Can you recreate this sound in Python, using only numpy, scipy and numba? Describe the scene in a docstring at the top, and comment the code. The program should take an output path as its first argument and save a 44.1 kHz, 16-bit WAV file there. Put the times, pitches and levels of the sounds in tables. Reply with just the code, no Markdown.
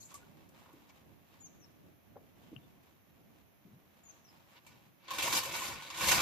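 """Dry fan palm fronds crackle and snap as someone works in the crown, heard from the ground on a still day.
At first there are only light brushes of leaf, faint snaps, a stalk's squeak, a few dull knocks
and small birds chirping over quiet outdoor air. From five seconds on, the fronds are dragged about
in two surges: many tiny tears make a dense, hollow-toned crackle, and blades give way with loud snaps."""
import sys
import numpy as np
from scipy import signal
from scipy.fft import rfft, irfft, next_fast_len
from scipy.io import wavfile
from scipy.ndimage import uniform_filter1d
from numba import njit

SR = 44100
rng = np.random.default_rng(int(sys.argv[2]) if len(sys.argv) > 2 else 0)


def log_audio(samples):
    """Write samples as a 16-bit WAV file to the path given in sys.argv[1]."""
    # one column per channel
    frames = np.atleast_2d(samples).T
    # limit to full scale, then quantise
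    limited = np.clip(frames, -1, 1)
    pcm = np.round(limited * 32767).astype(np.int16)
    wavfile.write(sys.argv[1], SR, pcm)


N = 273861
TIME = np.arange(N) / SR


def gain(db):
    """Turn decibels into a number to multiply by."""
    return 10 ** (np.asarray(db) / 20)


def unit(x):
    """Scale a sound to an average strength (rms) of 1."""
    return x / np.sqrt(np.mean(x ** 2))


def pan(left_db):
    """Left and right gains that make the left ear louder by left_db."""
    return gain(left_db * np.array([[.5], [-.5]]))


def swell(peak_s, db, half_length_s):
    """A smooth rise and fall in loudness."""
    return gain(db) * np.exp(-((TIME - peak_s) / half_length_s) ** 2)


def wander(turns_per_s):
    """A random curve that drifts around 0, typically by about 1."""
    step = int(SR / turns_per_s)
    return 1.37 * uniform_filter1d(np.repeat(rng.standard_normal(N // step + 1), step), step)[:N]


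def colour(x, points):
    """Turn each pitch up or down along a curve of (pitch_hz, level_db) points."""
    hz, db = np.transpose(points)
    size = next_fast_len(N + 8192)
    bin_hz = np.maximum(np.arange(size // 2 + 1) * SR / size, 1)
    curve_db = np.interp(np.log(bin_hz), np.log(hz), db)
    return irfft(rfft(x, size) * gain(curve_db), size)[..., :N]


def band(x, hz, keep):
    """Keep the "low" or the "high" side of a pitch."""
    return signal.sosfiltfilt(signal.butter(2, hz, keep, fs=SR, output="sos"), x)


def resonate(x, hz, width_hz):
    """Let a sound ring at one pitch; a smaller width rings longer."""
    return signal.lfilter(*signal.iirpeak(min(hz, SR / 2 - 1), hz / width_hz, fs=SR), x)


@njit
def moving_peak(x, hz, width_hz):
    """Keep a narrow band around a pitch that changes over time."""
    out, band_state, low_state = np.empty(len(x)), 0., 0.
    for i in range(len(x)):
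        tuning, damping = np.tan(np.pi * hz[i] / SR), width_hz / hz[i]
        peak = (band_state + tuning * (x[i] - low_state)) / (1 + tuning * (tuning + damping))
        band_state = 2 * peak - band_state
        low_state += 2 * tuning * peak
        out[i] = damping * peak
    return out


def leafy_echo(x, fade_s, echo_db):
    """The direct sound plus a soft tail thrown back by leaves and ground."""
    t = TIME[:SR // 2]
    tail = rng.standard_normal((2, len(t))) * np.exp(-t / fade_s)
    tail *= gain(echo_db) / np.sqrt(np.sum(tail ** 2, axis=1, keepdims=True))
    x = np.broadcast_to(x, (2, N))
    return x + signal.fftconvolve(x, tail, axes=1)[:, :N]


# The tone of outdoor air: pitch_hz, relative_db
AIR_COLOUR = [(15, -45), (25, -25), (86, 0.5), (129, -1.5), (164, 0), (313, -3), (445, -10.5), (703, -9),
              (945, -17), (2490, -18.5), (4870, -31), (6210, -24.5), (8580, -50.5), (11200, -20.5),
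              (15500, -22.5)]
def outdoor_air():
    """A low murmur wavers and slowly sinks under a steady hiss, a little louder on the right."""
    noise = unit(colour(rng.standard_normal((2, N)), AIR_COLOUR)) * pan(left_db=-2.2)
    murmur = band(noise, 690, "low")
    hiss = noise - murmur
    murmur_db = -62.5 - 1.13 * TIME + 2.3 * wander(6.7)
    return hiss * gain(-65) + unit(murmur) * gain(murmur_db)


def tiny_tears(per_s, spread_db, fade_s=0.0021):
    """Dry leaf tears at random moments; each tear is a very short hiss of uneven size."""
    happens = rng.random(N) < per_s / SR
    size = happens * gain(spread_db * np.minimum(rng.exponential(size=N), 4))
    power = signal.lfilter([1], [1, -np.exp(-2 / (fade_s * SR))], size ** 2 + 1e-12)
    return np.sqrt(power) * rng.standard_normal((2, N))


# The tone of dry leaf: pitch_hz, relative_db
LEAF_COLOUR = [(35, -18), (65, -5), (110, -1), (240, -7), (420, -11), (620, -4), (1000, -5), (1280, -8),
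               (2300, -6), (4500, -6), (7000, -5.5), (9800, -14.5), (11700, -7.5), (15500, -18.5)]
# How differently the crown reaches the two ears: pitch_hz, side_minus_mid_db
CROWN_WIDTH = [(60, -13), (120, 4), (200, -19), (380, -40), (750, -21), (1000, -5), (1280, 2.5), (2000, 1),
               (4700, -3.5), (6700, 2.5), (8500, 4), (15000, 0.5)]
def dry_leaf(clicks):
    """Give clicks a leafy tone; mid (shared by the ears) and side (their gap) become left and right."""
    mid, side = colour(clicks, LEAF_COLOUR)
    side = colour(side, CROWN_WIDTH)
    return np.array([mid + side, mid - side]) / np.std(mid)


# How strongly the leaves stir: time_s, relative_db
STIR_LEVELS = [(0, -62.5), (.75, -62.5), (1.12, -69), (1.4, -64.5), (1.95, -72), (2.45, -65.5),
               (3.1, -71.5), (3.95, -69), (4.1, -66), (4.7, -66.5), (4.95, -70.5)]
def stirring_leaves():
    """Leaves rub softly and dully while the climber hardly moves."""
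    db = np.interp(TIME, *np.transpose(STIR_LEVELS))
    dull_tone = [(200, -3), (600, 2.5), (1000, 2.5), (2000, -3), (3500, -5), (6000, -13), (14000, -15)]
    rubbing = colour(dry_leaf(tiny_tears(per_s=1200, spread_db=-1.5)), dull_tone)
    return unit(rubbing) * gain(db - 4.5 + 2 * wander(19))


def bird_note(start_s, length_s, lowest_hz, fall, falling_share, db, waver):
    """One wavering note that can slide down to its lowest pitch and is loudest near its end."""
    out, on = np.zeros(N), (TIME > start_s) & (TIME < start_s + length_s)
    progress = (TIME[on] - start_s) / length_s
    slide = np.maximum(1 - progress / falling_share, 0) ** 0.95
    hz = lowest_hz * (1 + fall * slide) * (1 + waver[on])
    loudness = np.interp(progress, [0, .12, .6, .8, 1], [0, .4, .6, 1.3, 0])
    out[on] = gain(db) * loudness * np.sin(2 * np.pi * np.cumsum(hz) / SR)
    return out


# Thin, raspy bird whistles: start_s, length_s, pitch_hz, relative_db
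BIRD_WHISTLES = [(0, .077, 7170, -57), (0, .023, 6220, -55), (0, .04, 4320, -63), (.19, .055, 1450, -69),
                 (2.337, .21, 3050, -76), (2.579, .093, 3530, -75.5)]
# Falling chirps: start_s, length_s, lowest_hz, fall_share_of_pitch, falling_share_of_length,
# relative_db, rasp_share_of_pitch
BIRD_CHIRPS = [(1.397, 0.084, 6260, 0.16, 0.78, -52, .008), (1.597, 0.059, 5500, 0.15, 0.72, -62, 0.013),
               (4.029, .093, 6270, .125, 0.92, -57.5, .008), (4.238, 0.08, 5230, .16, 0.52, -62.5, .011)]
def birds():
    """Small birds whistle faintly and chirp in high-low pairs; the foliage adds a blurred halo."""
    waver = wander(900)
    chirps = sum(bird_note(*chirp, rasp * waver) for *chirp, rasp in BIRD_CHIRPS)
    whistles = sum(bird_note(start_s, length_s, hz, 0, 1, db, 0.026 * waver)
                   for start_s, length_s, hz, db in BIRD_WHISTLES)
    song = (chirps + whistles) * gain(2.2 * wander(130))
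    left = np.interp(TIME - 6.8e-5, TIME, song)  # reaches the left ear a touch later
    both_ears = np.array([left, song]) * pan(left_db=3)
    halo = leafy_echo(song * wander(1200), fade_s=.09, echo_db=10) * gain(-19.5)
    return leafy_echo(both_ears, fade_s=0.0074, echo_db=-0.5) + halo


def shifting_leaflets(x, bands=14):
    """Different leaflets keep touching, so each band of pitch swells and fades by itself."""
    size = next_fast_len(N)
    spectrum, hz = rfft(x, size), np.arange(size // 2 + 1) * SR / size
    band_number = np.interp(np.log(hz + 1), np.log(np.geomspace(600, 14000, bands)), np.arange(bands))
    out = np.zeros((2, N))
    for k in range(bands):
        part = irfft(spectrum * np.maximum(1 - abs(band_number - k), 0), size)[:, :N]
        out += part * gain(1.5 * np.clip(wander(70), -2, 2))
    return out


# Pitches that stand out in the crackle and give it a hollow tone: pitch_hz, width_hz, relative_db
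CRACKLE_PEAKS = [(330, 30, 0.5), (524, 29, -0.5), (1034, 80, 7.5), (1453, 76, 4.5), (1862, 45, -0.5),
                 (2263, 124, 3.5), (2750, 100, -1), (3010, 30, -13), (3560, 440, -6.5), (4570, 51, 3)]
def crackle(per_s, spread_db):
    """Dense tears in which a few pitches stand out, alike in both ears; each drifts, comes and goes."""
    mid, side = shifting_leaflets(tiny_tears(per_s, spread_db))
    peaks = np.zeros(N)
    for hz, width_hz, db in CRACKLE_PEAKS:
        peak = moving_peak(mid, hz * (1 + 0.023 * wander(22)), float(width_hz))
        peaks += peak * gain(db + 1.5 + 3.5 * np.clip(wander(28), -1.5, 1.5))
    return dry_leaf(np.array([mid + peaks, side]))


# Dry blades snapping: start_s, relative_db, length_s, treble_db, pitch_hz, crack_db
BLADE_SNAPS = [(.002, -76, 0.064, 18, 6400, -20), (0.1417, -64.5, 0.0016, 12, 11100, 7.5),
               (0.143, -58.5, 0.018, 7, 8000, -14), (0.489, -74, 0.0048, 15.5, 12390, -16),
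               (0.73, -78, 0.004, 15, 12900, 0), (4.664, -59, 0.019, 1, 2550, -16),
               (5.081, -45.5, 0.013, -19, 3600, -7), (5.106, -39, 0.017, -5.5, 1080, -1.5),
               (5.134, -49, 0.022, 3.5, 3360, -8.5), (5.183, -32.5, 0.023, -7, 3300, -9),
               (5.222, -35.5, 0.046, -1.5, 3050, -11), (5.27, -39, 0.021, -3, 4479, -3),
               (5.321, -39, 0.0072, 4, 3000, -15), (5.326, -34, 0.018, 2.5, 3900, -15),
               (5.35, -36, 0.016, 4, 4770, -2), (5.368, -35, 0.022, 2.5, 4330, -4),
               (5.431, -43.5, 0.031, 0, 1050, -8), (5.538, -37, 0.035, -8, 2241, -10),
               (5.616, -47.5, 0.038, -8, 2582, -6), (5.676, -46, 0.019, 0, 5600, -8),
               (5.822, -50.5, 0.024, -3, 3800, -8), (5.901, -43.5, 0.015, -8, 3500, -12),
               (5.943, -48, 0.016, -10, 3724, -10), (5.97, -46.5, 0.028, -6, 3700, -6),
               (6.01, -35, 0.062, -2, 1650, -13), (6.085, -33, 0.018, 7, 3000, -1),
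               (6.1134, -27, 0.018, 2.5, 2800, -8), (6.174, -33, .02, -17, 4380, -10)]
def snapping_fronds():
    """A blade gives way with a crack, then a short burst of tears with a pitch of its own dies off."""
    rise_s, crack_fade_s = 0.00085, 0.0025
    tears = band(crackle(per_s=3300, spread_db=0.6), 280, "high")
    cracks = band(dry_leaf(rng.standard_normal((2, N))), 851, "high")
    out = np.zeros((2, N))
    for start_s, db, length_s, treble_db, hz, crack_db in BLADE_SNAPS:
        start = int(start_s * SR)
        t = TIME[:min(SR // 3, N - start)]
        span = slice(start, start + len(t))
        hold_s = 0.56 * length_s
        loudness = np.minimum(t / rise_s, 1) * np.exp(-np.maximum(t - hold_s, 0) / length_s)
        crack = cracks[:, span] * gain(crack_db) * np.exp(-t / crack_fade_s)
        snap = tears[:, span] * loudness + crack
        snap += gain(0.5) * resonate(snap, hz, width_hz=0.18 * hz)
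        snap += (gain(treble_db) - 1) * band(snap, 5800, "high")
        out[:, span] += gain(db - 2.5) * snap
    return out


# Light scrapes of leaf on leaf: peak_s, relative_db, half_length_s, top_hz
LEAF_BRUSHES = [(0.112, -59.5, 0.019, 13000), (.663, -62, .007, 3200), (.7, -58, .035, 1410),
                (0.768, -74, .02, 4000), (0.9, -62.5, 0.013, 7100), (1.338, -68.5, .025, 4500),
                (4.573, -57.5, 0.017, 4800), (4.73, -66.5, 0.051, 7000)]
def brushing_leaves():
    """Leaves slide softly past each other, swelling and fading with no crack."""
    scraping = band(crackle(per_s=2900, spread_db=.5), 360, "high")
    return sum(band(scraping, top_hz, "low") * swell(peak_s, db, half_length_s)
               for peak_s, db, half_length_s, top_hz in LEAF_BRUSHES)


# Rubs of a stalk: peak_s, relative_db, half_length_s, roughness_share_of_pitch
STALK_RUBS = [(0.121, -57.5, 0.011, .11), (0.153, -49, 0.01, 0.012)]
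def squeaking_stalk():
    """A stalk rubs twice on its neighbour: first a soft rasp, then a short, clear squeak."""
    out = np.zeros(N)
    for peak_s, db, half_length_s, roughness in STALK_RUBS:
        hz = 1130 * (1 + roughness * wander(600))
        out += np.sin(2 * np.pi * np.cumsum(hz) / SR) * swell(peak_s, db, half_length_s)
    return leafy_echo(out * gain(1.2 * wander(130)), fade_s=.006, echo_db=-2)


# Chops and taps on stalks and trunk: start_s, relative_db, pitch_hz, fade_s, width_hz, left_db
WOOD_KNOCKS = [(.618, -57, 850, .009, 500, 0), (.657, -59, 1030, .012, 690, -2),
               (.734, -52.5, 308, 0.035, 350, 0), (2.158, -49, 600, .004, 900, 0),
               (2.163, -47.5, 583, 0.017, 520, 5), (2.1672, -42, 550, 0.0016, 1100, -3),
               (2.168, -61, 1190, 0.0088, 1200, 1), (2.21, -58, 520, 0.02, 500, 3),
               (2.517, -43, 284, 0.0056, 290, -1), (2.526, -40.5, 280, 0.011, 278.4, -2.5),
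               (2.556, -51, 130, 0.04916, 215, 0), (2.5625, -51.5, 1280, 0.0025, 750, 8),
               (2.5632, -44, 2800, 0.0023, 700, 11), (3.65, -56, 189, 0.13, 302, 2),
               (3.73, -52.5, 131, 0.039, 215, -2), (4.691, -61, 123, 0.18, 215, 7),
               (5.256, -40.5, 658, 0.02, 450, 0), (5.276, -35, 980, 0.028, 400, 1),
               (5.335, -44.5, 304, 0.051, 288, -1), (5.461, -43.5, 545, 0.041, 251.6, 1),
               (5.624, -37, 995, 0.01, 400.3, 0), (5.758, -56, 217, 0.02, 260, 11),
               (6.119, -40, 397, 0.065, 450, -1), (6.127, -30, 980, 0.032, 400, 0),
               (6.192, -27.5, 1150, .008, 700, 3)]
def knocks():
    """Struck wood gives one quickly dying note with a brief, noisy thud around it."""
    out, t = np.zeros((2, N)), TIME[:SR // 4]
    for start_s, db, hz, fade_s, width_hz, left_db in WOOD_KNOCKS:
        thud = rng.standard_normal(len(t))
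        for _ in range(3):
            thud = resonate(thud, hz, 0.87 * width_hz)
        ring = np.sin(2 * np.pi * hz * t) * np.exp(-t * width_hz / 7)
        rise = 1 - np.exp(-(2 * t * width_hz) ** 2)  # a softer hit has less width and starts more slowly
        hit = gain(db) * (1.22 * ring + .5 * unit(thud)) * np.exp(-t / fade_s) * rise
        start = int(start_s * SR)
        out[:, start:start + len(t)] += hit[:N - start] * pan(left_db)
    return leafy_echo(out, fade_s=0.01075, echo_db=-7.5)


# How hard the fronds are dragged, in two surges: time_s, level_db
DRAG_LEVELS = [(5.0, -72.5), (5.065, -61), (5.115, -50), (5.18, -44.5), (5.21, -42), (5.385, -40.5),
               (5.41, -44), (5.52, -44.5), (5.66, -44), (5.8, -50.5), (5.935, -51.5), (5.99, -42.5),
               (6.105, -32.5), (6.21, -34)]
# Swings of the big fans: peak_s, level_db, half_length_s
FAN_SWINGS = [(5.359, -61, 0.016), (5.74, -55.5, 0.063), (6.128, -43.5, 0.082)]
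def dragged_fronds():
    """Blades scrape and splinter, brighter when pulled harder; the big fans flap and push air."""
    db = np.interp(TIME, *np.transpose(DRAG_LEVELS))
    started = TIME > DRAG_LEVELS[0][0]
    effort_db = db + 43.5  # 0 is a firm pull
    pull = gain(db + 0.2 * wander(90)) * started
    scraping = crackle(per_s=2200, spread_db=0.2)
    treble, bass = band(scraping, 4530, "high"), band(scraping, 204, "low")
    body = unit(scraping - treble - bass)
    splinters = dry_leaf(tiny_tears(per_s=70, spread_db=1.5, fade_s=0.0055))
    crisp = unit(treble) + gain(-5.5) * unit(band(splinters, 3984, "high"))
    crisp *= gain(-3 + 1.1 * wander(40) + 0.9 * np.minimum(effort_db, 0))  # weaker pulls are duller
    swings = sum(swell(*swing) for swing in FAN_SWINGS)
    flapping = np.hypot(gain(db - 13.5 + 0.14 * effort_db) * started, swings)
    return (body + crisp) * pull + unit(bass) * flapping


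def scene():
    """The palm's crown with its short echo, plus a squeak, knocks, birds and air."""
    crown = dragged_fronds() + snapping_fronds() + brushing_leaves() + stirring_leaves()
    crown = leafy_echo(crown, fade_s=0.015, echo_db=-7)
    return crown + squeaking_stalk() + knocks() + birds() + outdoor_air()


def record(dry):
    """Cut away the very highest treble, above 15250 Hz."""
    return signal.sosfilt(signal.ellip(10, .2, 80, 15250, fs=SR, output="sos"), dry)


dry = scene()
out = record(dry)
log_audio(out)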